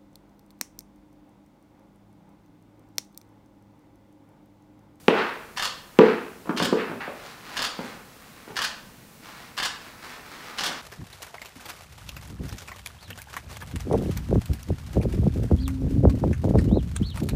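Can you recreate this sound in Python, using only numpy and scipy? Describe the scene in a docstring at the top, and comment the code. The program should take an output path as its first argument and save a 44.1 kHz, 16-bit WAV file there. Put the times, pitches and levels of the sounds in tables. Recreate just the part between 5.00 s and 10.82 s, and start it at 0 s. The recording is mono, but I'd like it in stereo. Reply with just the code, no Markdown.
"""A camera shutter clicks once a second in a quiet, reverberant living room. Early on, something hollow is
knocked hard close to the microphone; a rush of mid-range noise swells after the knocks and dies away.
Softer bumps and a rustle of clothes follow as someone moves about, over steady room tone.
Each click is a train of rebounding impacts that excite the camera shell; each knock excites the damped
modes of a hollow body. The rustle comes from fibres that catch and slip."""
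import sys
import numpy as np
from scipy import signal
from scipy.fft import rfft, irfft
from scipy.io import wavfile

SR = 44100
rng = np.random.default_rng(int(sys.argv[2]) if len(sys.argv) > 2 else 0)


def int16_out(signal):
    """Quantize to a 16-bit WAV file."""
    q = np.round(np.clip(np.atleast_2d(signal).T, -1, 1) * 32767)
    wavfile.write(sys.argv[1], SR, q.astype(np.int16))


N = 256482


def shutter(level_db=-3.0, variation=1.1, rebound_s=.0052, restitution=0.79, chatter_s=0.0039):
    """Impact excitation: each stroke rebounds twice, ever sooner, chattering against a resonant shell."""
    # exposures: start_s
    exposures = [0.576, 1.5766, 2.5716, 3.570, 4.5806, 5.588]
    # latch, mirror up, curtain, two recocking strokes, mirror down, settling:
    # delay_s, level_db, change_per_rebound_db, tilt_db_per_octave
    strokes = [(-.0120, -13, -2, 1), (-.0032, -2, -0.5, 0), (.0200, 1, -9, -2), (0.0421, -5, -7, -4),
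               (0.0481, 0, -1.5, 1.2), (.0690, -2.5, 2, 1), (.0940, -18.5, 1.5, -1.5)]
    # spectrum of a click: frequency_hz, level_db
    click_spectrum = [(120, -15), (220, -10.5), (340, -14), (620, -5), (950, -1.5), (1200, -0.5),
                      (1700, -7.5), (2400, -4.5), (2900, 1), (3900, -4.5), (5000, -4), (6200, -8.5),
                      (9000, -17.5), (15500, -23.5)]
    # resonances of the camera shell: centre_hz, width_hz, lift_db
    shell_modes = [(1676, 510, 10.5), (3570, 120, 3.5), (4430, 390, 5), (5040, 270, 4.5), (6880, 250, 5.5),
                   (8660, 330, 5), (10660, 1100, 2.5)]
    hz, out = bins(), np.zeros(N)
    t = np.arange(len(hz)) / SR
    resonance_db = sum(lift / (1 + (2 * (hz - f) / width) ** 2) for f, width, lift in shell_modes)
    shell_db = read(click_spectrum, hz) + resonance_db
    octaves = np.log2(np.maximum(hz, 300) / 3000)
    contacts_s = [0, rebound_s, rebound_s * (1 + restitution)]
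    bursts = [unit((t >= at) * np.exp(-abs(t - at) / chatter_s)) for at in contacts_s]
    for delay_s, db, rebound_db, tilt in strokes:
        click = impact(shell_db + tilt * octaves)
        force = np.sqrt(sum((amp(k * rebound_db) * burst) ** 2 for k, burst in enumerate(bursts)))
        repeated = rng.standard_normal(len(t))  # the chatter is partly the same every time
        for start_s in exposures:
            chatter = force * unit_rms(repeated + variation * rng.standard_normal(len(t)))
            stroke = np.pad(signal.fftconvolve(chatter, click), (0, SR // 3))
            # each part radiates its own way into the room
            stroke = room(stroke, wet_db=-3.5, build_s=.001, early_db=-7, size=SR // 3)
            add(out, start_s + delay_s, amp(level_db + db) * stroke)
    return out


def knocks(travel_s=0.0031, swell_s=0.0036, thud_hz=324, clack_hz=860, decay_cycles=0.88):
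    """Modal vibration: a blow gives a crack, a heavily damped thud and the ring of a hollow body."""
    # blows: start_s, thud_db, ring_db, crack_db
    blows = [(0.0821, -1, -16, 14.5), (0.9891, 5, -3.5, 10), (1.7264, -4.5, -16, -17)]
    # modes of the hollow body: pitch_hz, level_db, t60_s
    body_modes = [(186, -17, .25), (222, -11, .38), (240, -15, .45), (280, -10, .19), (332, -11, .35),
                  (373, -7, .27), (398, -13, .2), (437, -1.5, .39), (477, -5.5, .4), (498, -6.5, .37),
                  (543, -16, .3), (566, -15, .3), (740, -25, .3), (894, -18, .28), (974, -16, .3),
                  (1179, -18, .22)]
    # spectrum of the crack: frequency_hz, level_db
    crack_spectrum = [(100, -25), (400, 15.5), (900, 7), (1600, 0), (2700, 3.5), (3600, -7.5),
                      (5000, -17.5), (8000, -30.5), (16000, -57)]
    bounce_s, bounce_db, clack_db = 0.00494, -3.5, -6  # each blow lands again with a clack
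    ping_hz, ping_db, ping_t60_s = 9280, -57.5, 0.09
    t = np.arange(round(.7 * SR)) / SR
    ring = sum(amp(db - 60 * t / t60) * np.sin(2 * np.pi * hz * t) for hz, db, t60 in body_modes)
    ring *= 1 - np.exp(-t / swell_s)  # the resonance takes a moment to build
    crack = dispersed(impact(read(crack_spectrum, bins())), travel_s)
    thud = damped_sine(t, thud_hz, decay_cycles)
    bounce = amp(bounce_db) * thud + amp(clack_db) * damped_sine(t, clack_hz, decay_cycles)
    rings, thuds, cracks = np.zeros((3, N))
    for start_s, thud_db, ring_db, crack_db in blows:
        add(rings, start_s, amp(ring_db) * ring)
        add(thuds, start_s, amp(thud_db) * thud)
        add(thuds, start_s + bounce_s, amp(thud_db) * bounce)
        add(cracks, start_s - travel_s / 2, amp(crack_db) * crack)
    # only the sharpest crack sets a small metal part ringing
    start_s, _, _, crack_db = max(blows, key=lambda row: row[-1])
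    ping = amp(crack_db + ping_db - 60 * t / ping_t60_s) * np.sin(2 * np.pi * ping_hz * t)
    add(rings, start_s, ping)
    # close to the microphone, the blows are mostly direct sound
    thuds = room(thuds, wet_db=-9, build_s=.008, early_db=-18)
    cracks = room(cracks, wet_db=-5.5, build_s=0.003, early_db=-22)
    return low_cut(rings + thuds + cracks, hz=180)  # a small body radiates little deep bass


def bumps(decay_cycles=0.88, attack_s=0.0016, scuff_s=0.0048):
    """Cushioned impact: two quick contacts, like a footfall, each a damped thud with a frictional scuff."""
    # soft bumps: start_s, thud_db, pitch_hz, scuff_db, gap_s, second_contact_db
    soft_bumps = [(1.454, -40, 393, -14, 0.018, 2), (1.4922, -13.5, 300, 3.5, 0.0099, -16),
                  (1.6, -18, 203, 4.5, .019, -4.5), (1.895, -19.5, 257, -7.5, .018, 0.5),
                  (2.078, -12.5, 525, -9.5, .02, -20), (2.7889, -21, 230, -5.5, .035, -16),
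                  (3.477, -40, 1000, -15, 0.025, 4), (5.668, -27, 950, -15, 0.019, 0)]
    # spectrum of the scuff: frequency_hz, level_db
    scuff_spectrum = [(60, -37), (120, -4), (210, 1), (330, 0.5), (520, 0), (1000, -4.5), (1600, -13.5),
                      (3000, -23), (8000, -53), (16000, -67)]
    out, t = np.zeros(N), np.arange(2049) / SR
    colour = impact(read(scuff_spectrum, bins()))
    for start_s, thud_db, hz, scuff_db, gap_s, second_db in soft_bumps:
        thud = damped_sine(t, hz, decay_cycles) * (1 - np.exp(-t / attack_s))
        for at, db in ((start_s, 0), (start_s + gap_s, second_db)):
            friction = unit(rng.standard_normal(len(t)) * t * np.exp(-2 * t / scuff_s))
            add(out, at, amp(db + thud_db) * thud)
            add(out, at, amp(db + scuff_db) * signal.fftconvolve(friction, colour))
    return low_cut(room(out, wet_db=-4, build_s=0.0091, early_db=-2.5), hz=108)


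def noise_swells(t60_s=0.64):
    """Exponential decay: a rush of mid-range noise swells after the knocks and dies away."""
    # swells of noise: peak_s, level_db, rise_s
    swells = [(.195, -24, .04), (.256, -34, .006), (1.015, -27, 0.0076), (1.099, -29, 0.055),
              (1.806, -31, 0.029), (2.013, -32.5, 0.0072)]
    # spectrum of the swell: frequency_hz, level_db
    swell_spectrum = [(380, -43.5), (650, -8), (875, -2), (1220, -1.5), (1520, -1), (2290, -7), (2650, -7),
                      (3040, -14.5), (4490, -20.5), (6700, -37), (10000, -48), (13000, -84), (22000, -120)]
    t, power = np.arange(N) / SR, np.zeros(N)
    for peak_s, db, rise_s in swells:
        rise = np.exp(-(np.minimum(t - peak_s, 0) / rise_s) ** 2)
        power += rise * amp(db - 60 * np.maximum(t - peak_s, 0) / t60_s) ** 2
    return np.sqrt(power) * grains(swell_spectrum, per_s=9000, spread_db=0.0)


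def clothes(level_db=-2, stir_db=-58):
    """Stick-slip friction: fibres catch and release as each movement gathers speed and slows again."""
    # bell-shaped swells of movement: peak_s, level_db, half_width_s
    movements = [(2.251, -41.5, 0.083), (2.566, -39.5, 0.14), (2.857, -40.5, 0.077), (3.353, -53, 0.33),
                 (4.278, -44, 0.056), (4.39, -45.5, 0.088), (4.86, -47, 0.084), (5.079, -39.5, 0.08),
                 (5.335, -44, 0.12), (5.486, -42, 0.082), (5.67, -36.5, 0.093)]
    # spectrum of rubbing cloth: frequency_hz, level_db
    cloth_spectrum = [(88, -22), (150, -24), (229, -1), (515, -2), (578, -4.5), (772, 0.5), (1350, 2.5),
                      (2100, 0), (3150, -6), (4290, -5.5), (9270, -19), (15000, -22)]
    t = np.arange(N) / SR
    power = sum((amp(db) * np.exp(-((t - s) / half_s) ** 2)) ** 2 for s, db, half_s in movements)
    power += amp(stir_db) ** 2  # the clothes are never quite still
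    rub = np.sqrt(power) * grains(cloth_spectrum, per_s=3000, spread_db=1.5)
    return amp(level_db) * room(rub, wet_db=-5.0, build_s=0.033, early_db=-11.0)


def room_tone(level_db=-50):
    """Partial coherence: steady air noise common to both channels, plus a faint hiss that is not."""
    # spectrum of the room tone: frequency_hz, level_db
    air_spectrum = [(12, -49), (20, -7), (87, -5), (202, -2.5), (362, -9.5), (393, -18.5), (439, -8.5),
                    (491, -11), (746, -15), (1920, -28), (2400, -23), (2840, -21), (3540, -24.5),
                    (5690, -22), (15500, -23)]
    # likeness of left and right: frequency_hz, correlation
    coherence = [(60, 0.35), (150, 0.94), (380, 0.87), (950, 0.84), (2380, 0.92), (5980, 0.46),
                 (15000, 0.31)]
    hz = bins(N)
    common, own = rfft(rng.standard_normal((2, N)))
    correlation = read(coherence, hz)
    mid, side = np.sqrt(1 + correlation) * common, np.sqrt(1 - correlation) * own
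    spectra = np.array([mid + side, mid - side]) * amp(read(air_spectrum, hz))
    return amp(level_db) * unit_rms(irfft(spectra, N))


def room(x, wet_db, build_s, early_db, size=SR):
    """Reverberation: direct sound, eight early reflections and a diffuse tail that decays by band."""
    # reverberation time of the living room: frequency_hz, t60_s
    decay_times = [(150, 0.56), (500, 0.72), (1500, 0.53), (4000, 0.48), (8000, 0.4), (15000, 0.077)]
    t = np.arange(size) / SR
    hz, frame_s, noise = signal.stft(rng.standard_normal(size), SR, nperseg=256)
    decay = amp(-60 * frame_s / read(decay_times, hz)[:, None])
    tail = signal.istft(noise * decay, SR, nperseg=256)[1][:size]
    response = amp(wet_db) * unit(tail * (1 - np.exp(-t / build_s)))
    early = (rng.uniform(0.0017, 0.029, size=8) * SR).astype(int)
    response[early] += amp(early_db) * unit(rng.standard_normal(len(early)))
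    response[0] += 1
    return through(x, response)


def impact(db):
    """Minimum phase: the sharpest causal click with this spectrum, of energy 1."""
    cepstrum = irfft(np.log(amp(db) + 1e-6))
    half = len(cepstrum) // 2
    cepstrum[1:half] *= 2
    cepstrum[half + 1:] = 0
    return unit(irfft(np.exp(rfft(cepstrum))))


def grains(spectrum, per_s, spread_db):
    """Shot noise: a dense run of random impulses of uneven size, rms 1."""
    sizes = amp(spread_db * np.minimum(rng.exponential(1, N), 4)) * rng.standard_normal(N)
    impulses = sizes * (rng.random(N) < per_s / SR)
    return unit_rms(through(impulses, impact(read(spectrum, bins()))))


def dispersed(x, travel_s):
    """Dispersion: bending waves carry treble faster than bass; travel_s is the group delay at 1 kHz."""
    phase = 4 * np.pi * travel_s * np.sqrt(1000 * bins(len(x)))
    return irfft(rfft(x) * np.exp(-1j * phase))


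def damped_sine(t, hz, cycles):
    """Damped oscillation, falling to 1/e in the given number of cycles."""
    return np.sin(2 * np.pi * hz * t) * np.exp(-hz * t / cycles)


def low_cut(x, hz):
    """Fourth-order high-pass."""
    return signal.sosfilt(signal.butter(4, hz, "high", fs=SR, output="sos"), x)


def through(x, response):
    """Convolution, cut to the input length."""
    return signal.oaconvolve(x, response)[:len(x)]


def amp(db):
    """Decibels to gain."""
    return 10 ** (np.asarray(db) / 20)


def unit(x):
    """Scales to an energy of 1."""
    return x / np.sqrt(np.sum(x ** 2) + 1e-20)


def unit_rms(x):
    """Scales to an rms of 1."""
    return unit(x) * np.sqrt(x.size)


def read(points, hz):
    """Interpolates a table along a log-frequency axis."""
    f, value = np.transpose(points)
    return np.interp(np.log(hz + 1), np.log(f + 1), value)


def bins(size=2048):
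    """Frequencies of a spectrum, in Hz."""
    return np.fft.rfftfreq(size, 1 / SR)


def add(mix, start_s, sound):
    """Mixes a sound in at a time."""
    part = mix[max(round(start_s * SR), 0):][:len(sound)]
    part += sound[:len(part)]


def scene():
    """Superposition: the sources sit in the centre, and only the room tone has width."""
    return shutter() + knocks() + bumps() + noise_swells() + clothes() + room_tone()


def record(dry):
    """Saturation rounds off the hardest knocks; a low-pass then limits the band."""
    clipped = dry / (1 + dry ** 6) ** (1 / 6)
    low_pass = signal.firwin(511, cutoff=15750, window=("kaiser", 9), fs=SR)
    return signal.oaconvolve(clipped, low_pass[None], "same")


dry = scene()
out = record(dry)
int16_out(out)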